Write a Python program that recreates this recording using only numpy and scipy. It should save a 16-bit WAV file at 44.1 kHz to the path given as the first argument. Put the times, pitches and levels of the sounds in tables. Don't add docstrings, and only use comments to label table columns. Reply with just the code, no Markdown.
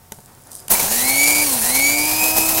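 import sys
import numpy as np
from scipy import signal
from scipy.fft import rfft, irfft, next_fast_len
from scipy.io import wavfile
from scipy.ndimage import uniform_filter1d, map_coordinates

SR = 44100
rng = np.random.default_rng(int(sys.argv[2]) if len(sys.argv) > 2 else 0)


def master_out(mix):
    frames = np.transpose(np.atleast_2d(mix))
    ceiling = np.clip(frames, -1, 1)
    pcm = np.round(ceiling * 32767).astype(np.int16)
    wavfile.write(sys.argv[1], SR, pcm)


def gain_from_db(level_db):
    decades = np.asarray(level_db, float) / 20
    return 10 ** decades


N = 114660


def unit(x):
    return x / np.sqrt(np.mean(x ** 2) + 1e-20)


def along(points, hz):
    f, v = np.transpose(points)
    return np.interp(np.log(hz + 1), np.log(f + 1), v)


def curves(rows, smooth_s):
    times, *columns = np.transpose(rows)
    t = np.arange(N) / SR
    width = max(1, int(smooth_s * SR))
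    return [uniform_filter1d(np.interp(t, times, c), width, mode="nearest") for c in columns]


def wobble(rate):
    return map_coordinates(rng.standard_normal(2000), [np.arange(N) * rate / SR])


def filtered(x, response):
    m = next_fast_len(N + SR // 2)
    return irfft(rfft(x, m) * response(np.fft.rfftfreq(m, 1 / SR)), m)[..., :N]


def boosts(peaks, hz):
    return 1 + sum((gain_from_db(db) - 1) / (1 + (2 * (hz - c) / w) ** 2) for c, w, db in peaks)


def noise(spectrum):
    return unit(filtered(rng.standard_normal(N), lambda hz: gain_from_db(along(spectrum, hz))))


def add_at(track, start_s, sound):
    track[round(start_s * SR):][:len(sound)] += sound


# time in seconds, shaft speed in turns per second.
ROTOR = [(.70, 60), (.8, 156), (.9, 212), (.99, 242.5), (1.09, 265.5), (1.19, 281), (1.29, 292.7),
         (1.37, 297.5), (1.44, 299.6), (1.5, 270.5), (1.617, 219.5), (1.72, 257), (1.83, 279.2),
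         (1.95, 294.5), (2.1, 306.5), (2.25, 315.3), (2.38, 318.5), (2.6, 323)]
# closed from and until, both in seconds.
POWER = [
    (0.703, 1.44),
    (1.617, 2.7),
]


def motor():
    t = np.arange(N) / SR
    speed, = curves(ROTOR, smooth_s=0.035)
    wander_hz = 0.3 * wobble(25.26)
    turn = 2 * np.pi * np.cumsum(speed + wander_hz) / SR
    beat = 2 * np.pi * 120 * t
    closed = sum((t > a) * (t < b) for a, b in POWER) * 1.
    on = uniform_filter1d(closed, int(0.0071 * SR))
    effort = np.clip(speed / 290, 0, 1) ** 2.8 * (t > POWER[0][0])
    slots = slot_whine(speed, turn, beat, on, effort)
    return np.sqrt(2) * (shaft_tones(speed, turn, beat, on, effort) + slots)


# multiple of shaft speed, level in dB, lower and upper mains sideband in dB,
# second lower sideband in dB.
SLOTS = [(8, -38, -5, -5.5, -26), (24, -48, -5, -8, -9), (32, -49, -4, -4, -8)]
# time in seconds, level in dB.
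GRIP = [(.7, -7), (1.0, 6), (1.2, 2), (1.44, 0.5), (1.62, 3.5), (1.7, 5), (1.78, 5), (1.9, -0.5),
        (2.12, -1.5), (2.16, -5.5), (2.22, 3.5), (2.28, -2.5), (2.35, -6), (2.43, 0), (2.52, -6.5),
        (2.6, -4.5)]
# centre in Hz, width in Hz, boost in dB.
HOUSING = [(1800, 200, 3), (2262, 115, 20), (2530, 150, 11), (6770, 110, 25), (6940, 260, 19),
           (9050, 250, 13), (7540, 120, 16), (7700, 120, 15)]
HOUSING_DIP = [(2085, 90, -11), (6480, 160, -7)]


def slot_whine(speed, turn, beat, on, effort):
    grip_db, = curves(GRIP, smooth_s=.02)
    coast_db = -15 * (1 - on)
    upper_fade_db = -8 / (1 + np.exp((279 - speed) / 2))
    whine = np.zeros(N)
    for k, db, low_db, up_db, two_db in SLOTS:
        lower = gain_from_db(low_db) * np.sin(k * turn - beat)
        upper = gain_from_db(up_db + upper_fade_db) * np.sin(k * turn + beat)
        second_lower = gain_from_db(two_db) * np.sin(k * turn - 2 * beat)
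        tone = np.sin(k * turn) + on * (lower + upper + second_lower)
        whine += gain_from_db(db + wobble(12.05)) * tone
    whine = whine * effort * gain_from_db(grip_db + coast_db)
    return filtered(whine, lambda hz: boosts(HOUSING, hz) * boosts(HOUSING_DIP, hz))


# multiple of shaft speed, level in dB, mains sideband in dB,
# level change while coasting in dB.
SHAFT = [(1, -30.5, -25, 0), (2, -39, -7, -2), (3, -42, -12, -4), (4, -52, -12, 10), (16, -30, -22, -2),
         (20, -46, -22, 11)]
# centre in Hz, width in Hz, boost in dB.
SHELL = [(620, 50, -4), (745, 120, 10), (860, 60, -8), (930, 70, 8), (1285, 50, 8), (5200, 250, -9)]


def shaft_tones(speed, turn, beat, on, effort):
    fan = 1 / (1 + np.exp((244 - speed) / 7))
    tones = np.zeros(N)
    for k, db, side_db, off_db in SHAFT:
        flutter_db = 2 * wobble(17) * (1 if 1 < k < 10 else .5)
        level = gain_from_db(db + off_db * (1 - on) + flutter_db)
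        drive = fan if k > 10 else effort
        pulsing = 1 + 2 * on * gain_from_db(side_db) * np.cos(beat + k)
        tones += level * drive * pulsing * np.sin(k * turn)
    return filtered(tones, lambda hz: boosts(SHELL, hz))


# time in seconds, level in dB, body in dB, brightness in dB per octave,
# fine spray in dB.
SEEDS = [(.692, -41.5, -3, -5.5, -6), (.706, -9, -10, 3, 2.5), (.72, -7.5, -8, 3.5, 0.5),
         (.754, -16.5, -7.5, 0.5, 1), (.85, -19, -10.5, -1, 0.5), (1.0, -16.5, -14, 0, 0),
         (1.25, -15.5, -15.5, -0.5, -1), (1.5, -17, -13, 1, -1), (1.7, -17.5, -12.5, 0.5, -1),
         (1.9, -17.5, -14, -1, 0.5), (2.05, -18, -13, 0, 0), (2.17, -19, -14, -1.5, 1.5),
         (2.21, -16.5, -9.5, 1.5, 1), (2.34, -18, -13, 0.5, 2.5), (2.45, -17, -10.5, 1, 0.5),
         (2.55, -18, -13.5, 1.5, 2.5), (2.6, -18, -13.5, -1.5, 4)]
# time in seconds, rise over the grind in dB, decay in seconds.
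TOSSES = [(.795, 3.5, 0.034), (.879, 0.5, .01), (.923, 3, .04), (1.1, 1.5, .02), (1.147, 0, .008),
          (1.276, 3.5, 0.012), (1.42, 2.5, 0.0056), (1.48, 0.5, 0.025), (1.652, 3.5, .016),
          (1.709, 1.5, .012), (1.752, 5, .016), (1.825, 2, 0.011), (2.002, 1.5, .015), (2.091, 3, .01),
          (2.113, 4, 0.012), (2.195, 3, 0.0055), (2.205, 2.5, .005), (2.218, 0.5, 0.0055),
          (2.24, 5.5, .012), (2.29, 1, .01), (2.3, 3.5, .008), (2.318, 2.5, .004), (2.37, 8, .005),
          (2.385, 5, .01), (2.49, 6, 0.029), (2.575, 5, .015)]
# frequency in Hz, density in dB per Hz.
HISS = [(700, -50), (1300, -21), (2000, -17), (3300, -15), (5500, -7.5), (8500, -3), (13000, -3),
        (16000, -4.5)]
BODY = [(200, -5.5), (340, -4.5), (500, -2), (750, -2.5), (1000, -1.5), (1200, -11), (1800, -15.5),
        (3000, -46)]
RUMBLE = [(12, -32), (20, -1), (32, -4.5), (50, -26), (100, 1), (160, -17), (220, -7.5), (440, -48)]
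# centre in Hz, width in Hz, boost in dB.
CUP = [(777, 100, 5), (940, 140, 1), (2575, 910, 8.5), (4210, 870, 5.5), (6050, 1300, 2.5),
       (9150, 500, 3.5), (11000, 2000, 3.5)]


def grinding():
    t = np.arange(N) / SR
    level_db, body_db, tilt_db, spray_db = curves(SEEDS, smooth_s=0.0022)
    toss_db = sum(db * np.exp(-np.abs(t - s) / np.where(t > s, d, .004)) for s, db, d in TOSSES)
    drive = seed_impacts(t, tilt_db, spray_db)
    hiss = unit(filtered(drive, lambda f: gain_from_db(along(HISS, f)) * boosts(CUP, f)))
    body = unit(filtered(drive, lambda f: gain_from_db(along(BODY, f)) * boosts(CUP, f)))
    swell = gain_from_db(level_db + toss_db + 0.61 * wobble(30.2) + 1.07 * wobble(120)) * (t > SEEDS[0][0])
    rumble_level = gain_from_db(-43 + 0.84 * wobble(15) + 0.51 * toss_db) * (t > POWER[0][0])
    seeds = hiss + gain_from_db(body_db + 0.62 * wobble(18.16)) * body
    return swell * seeds + rumble_level * noise(RUMBLE)


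def seed_impacts(t, tilt_db, spray_db):
    grain_share = .27
    hits = (rng.random(N) < 2500 / SR) * rng.standard_normal(N)
    hits = hits * gain_from_db(1.9 * rng.exponential(size=N))
    drive = np.sqrt(grain_share) * unit(hits) + np.sqrt(1 - grain_share) * rng.standard_normal(N)
    hz, frame_s, z = signal.stft(drive, SR, nperseg=256)
    patches = uniform_filter1d(rng.standard_normal(z.shape), size=7, axis=0)
    patches = unit(uniform_filter1d(patches, size=12, axis=1))
    octaves = np.log2(np.clip(hz, 5000, SR) / 10000)
    tilt = np.interp(frame_s, t, tilt_db) * octaves[:, None]
    spray_shape = np.tanh((hz - 11500) / 1000) * (hz > 8000)
    spray = np.interp(frame_s, t, spray_db) * spray_shape[:, None]
    return signal.istft(z * gain_from_db(.8 * patches + tilt + spray), SR, nperseg=256)[1][:N]


# time in seconds, crack in dB, knock in dB, ring T60 in seconds.
CLICKS = [(0.1207, -24, -29, 0.045), (.187, -48, -37, 0.033), (0.6816, -21, -39, 0.037),
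          (0.707, -31, -25.5, .12)]
# frequency in Hz, level in dB.
LID = [(210, -3), (430, -5.5), (590, -6.5), (730, -10), (880, -1.5), (1020, -27), (1500, -8)]
# frequency in Hz, density in dB per Hz.
CRACK = [(880, -21), (1500, -8), (5120, -10), (6560, -5.5), (10800, -2.5), (12700, -15), (14100, -6),
         (16000, -22)]


def lid_and_switch():
    t = np.arange(SR // 8) / SR
    crack, knock = np.zeros(N), np.zeros(N)
    for s, crack_db, knock_db, t60 in CLICKS:
        snap = gain_from_db(-60 * (t / 0.0063) ** 3) + 0.16 * gain_from_db(-60 * t / t60)
        add_at(crack, s, gain_from_db(crack_db) * snap * rng.standard_normal(len(t)))
        modes = sum(gain_from_db(db + rng.normal(0, 1.1)) * np.sin(2 * np.pi * hz * t) for hz, db in LID)
        add_at(knock, s, gain_from_db(knock_db - 60 * t / t60) * modes)
    return filtered(crack, lambda f: 2 * gain_from_db(along(CRACK, f))) + knock


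# time in seconds, level in dB, frequency in Hz.
RINGS = [(.706, -16, 750), (.714, -18, 360), (.752, -14, 2300), (.796, -14, 2300), (.803, -25, 2570),
         (.74, -23, 900), (1.416, -23, 1010), (1.418, -24, 780), (1.497, -27, 460), (2.372, -28, 620),
         (2.378, -22, 5750)]


def housing_rings():
    t = np.arange(SR // 8) / SR
    rings = np.zeros(N)
    for s, db, hz in RINGS:
        attack = 1 - np.exp(-t / 0.0011)
        add_at(rings, s, gain_from_db(db - 60 * t / .033) * attack * np.sin(2 * np.pi * hz * t))
    return rings


# time in seconds, peak in dB.
TICKS = [(.1454, -35), (.2044, -31.5), (.2598, -29), (.3504, -35), (.4211, -36), (.437, -35), (0.4712, -28),
         (.5118, -31), (.514, -32), (.5172, -19), (.52, -28), (.524, -30), (0.5315, -21), (0.534, -32),
         (.5425, -31), (.5462, -30), (.5485, -31), (.5517, -20), (0.553, -18.5), (.5555, -27), (.5623, -22),
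         (.5685, -27), (.573, -28), (.5775, -31), (0.582, -27), (.5865, -27), (.595, -27), (.602, -20.5),
         (.6275, -35)]
# time in seconds, level in dB.
TRICKLE = [(.125, -48), (.15, -50), (.22, -56), (.37, -60), (.505, -52), (.52, -43.5), (.6, -44.5),
           (.62, -48), (.69, -54)]
# frequency in Hz, density in dB per Hz.
TICK = [(1760, -42.5), (3000, -20), (4500, -13.5), (4900, -9), (5290, -10.5), (9400, -2), (12900, -9),
        (16000, -23)]


def loose_seeds():
    t, full = np.arange(SR // 8) / SR, np.arange(N) / SR
    ticks = np.zeros(N)
    for s, db in TICKS:
        decay = gain_from_db(db - 3 - 60 * t / .005) + gain_from_db(db - 19 - 60 * t / .025)
        add_at(ticks, s, decay * rng.standard_normal(len(t)))
    slide_db, = curves(TRICKLE, smooth_s=.005)
    hits = (rng.random(N) < 700 / SR) * rng.standard_normal(N) + 0.17 * rng.standard_normal(N)
    ticks += gain_from_db(slide_db + 4.5) * unit(hits) * (full > .12) * (full < .7)
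    return filtered(ticks, lambda f: 2 * gain_from_db(along(TICK, f)))


def hands():
    t = np.arange(N) / SR
    shift_s = .57
    squeak = gain_from_db(-59.5 + 3 * wobble(36.6)) * np.exp(-((t - shift_s) / .1) ** 2)
    squeak = squeak * noise([(4000, -60), (4950, 0), (6000, -60)])
    rub = gain_from_db(-55 + 2.5 * wobble(23.4)) * (t > .12) * (1 + 0.73 * np.exp(-((t - shift_s) / 0.11) ** 2))
    rub = rub * noise([(60, -28), (150, -5.5), (900, -11), (1500, -15.5), (4000, -34)])
    return squeak + rub


# frequency in Hz, density in dB per Hz.
ROOM = [(12, -42), (30, -2), (55, -15), (120, -6.5), (300, -18), (1000, -20.5), (2700, -30), (16000, -25.5)]
# frequency in Hz, level in dB.
HUM = [(30, -82), (90, -60), (140, -61), (727, -61.5), (904, -65)]


def room():
    t = np.arange(N) / SR
    hum = sum(gain_from_db(db + 3.5 + 2 * wobble(5.2)) * np.sin(2 * np.pi * hz * t) for hz, db in HUM)
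    return gain_from_db(-48.5) * noise(ROOM) + hum


def echo(near):
    t = np.arange(SR // 3) / SR
    tail = rng.standard_normal(len(t)) * gain_from_db(-60 * t / 0.17) * (t > .004)
    return gain_from_db(-17) * signal.fftconvolve(near, tail / np.linalg.norm(tail))[:N]


def scene():
    near = motor() + grinding() + lid_and_switch() + housing_rings() + loose_seeds() + hands()
    mono = near + echo(near) + room()
    return np.array([mono, mono])


def low_pass(x):
    return signal.sosfilt(signal.butter(12, 17080, fs=SR, output="sos"), x)


def record(dry):
    peak, top_hz, edge_hz = 1.05, 15830, 120
    soft = dry / (1 + np.abs(dry / peak) ** 4) ** (1 / 4)

    def band_limit(hz):
        return np.sin(np.pi / 2 * np.clip((top_hz - hz) / edge_hz + .5, 0, 1)) ** 2

    return low_pass(filtered(soft, band_limit))


dry = scene()
out = record(dry)
master_out(out)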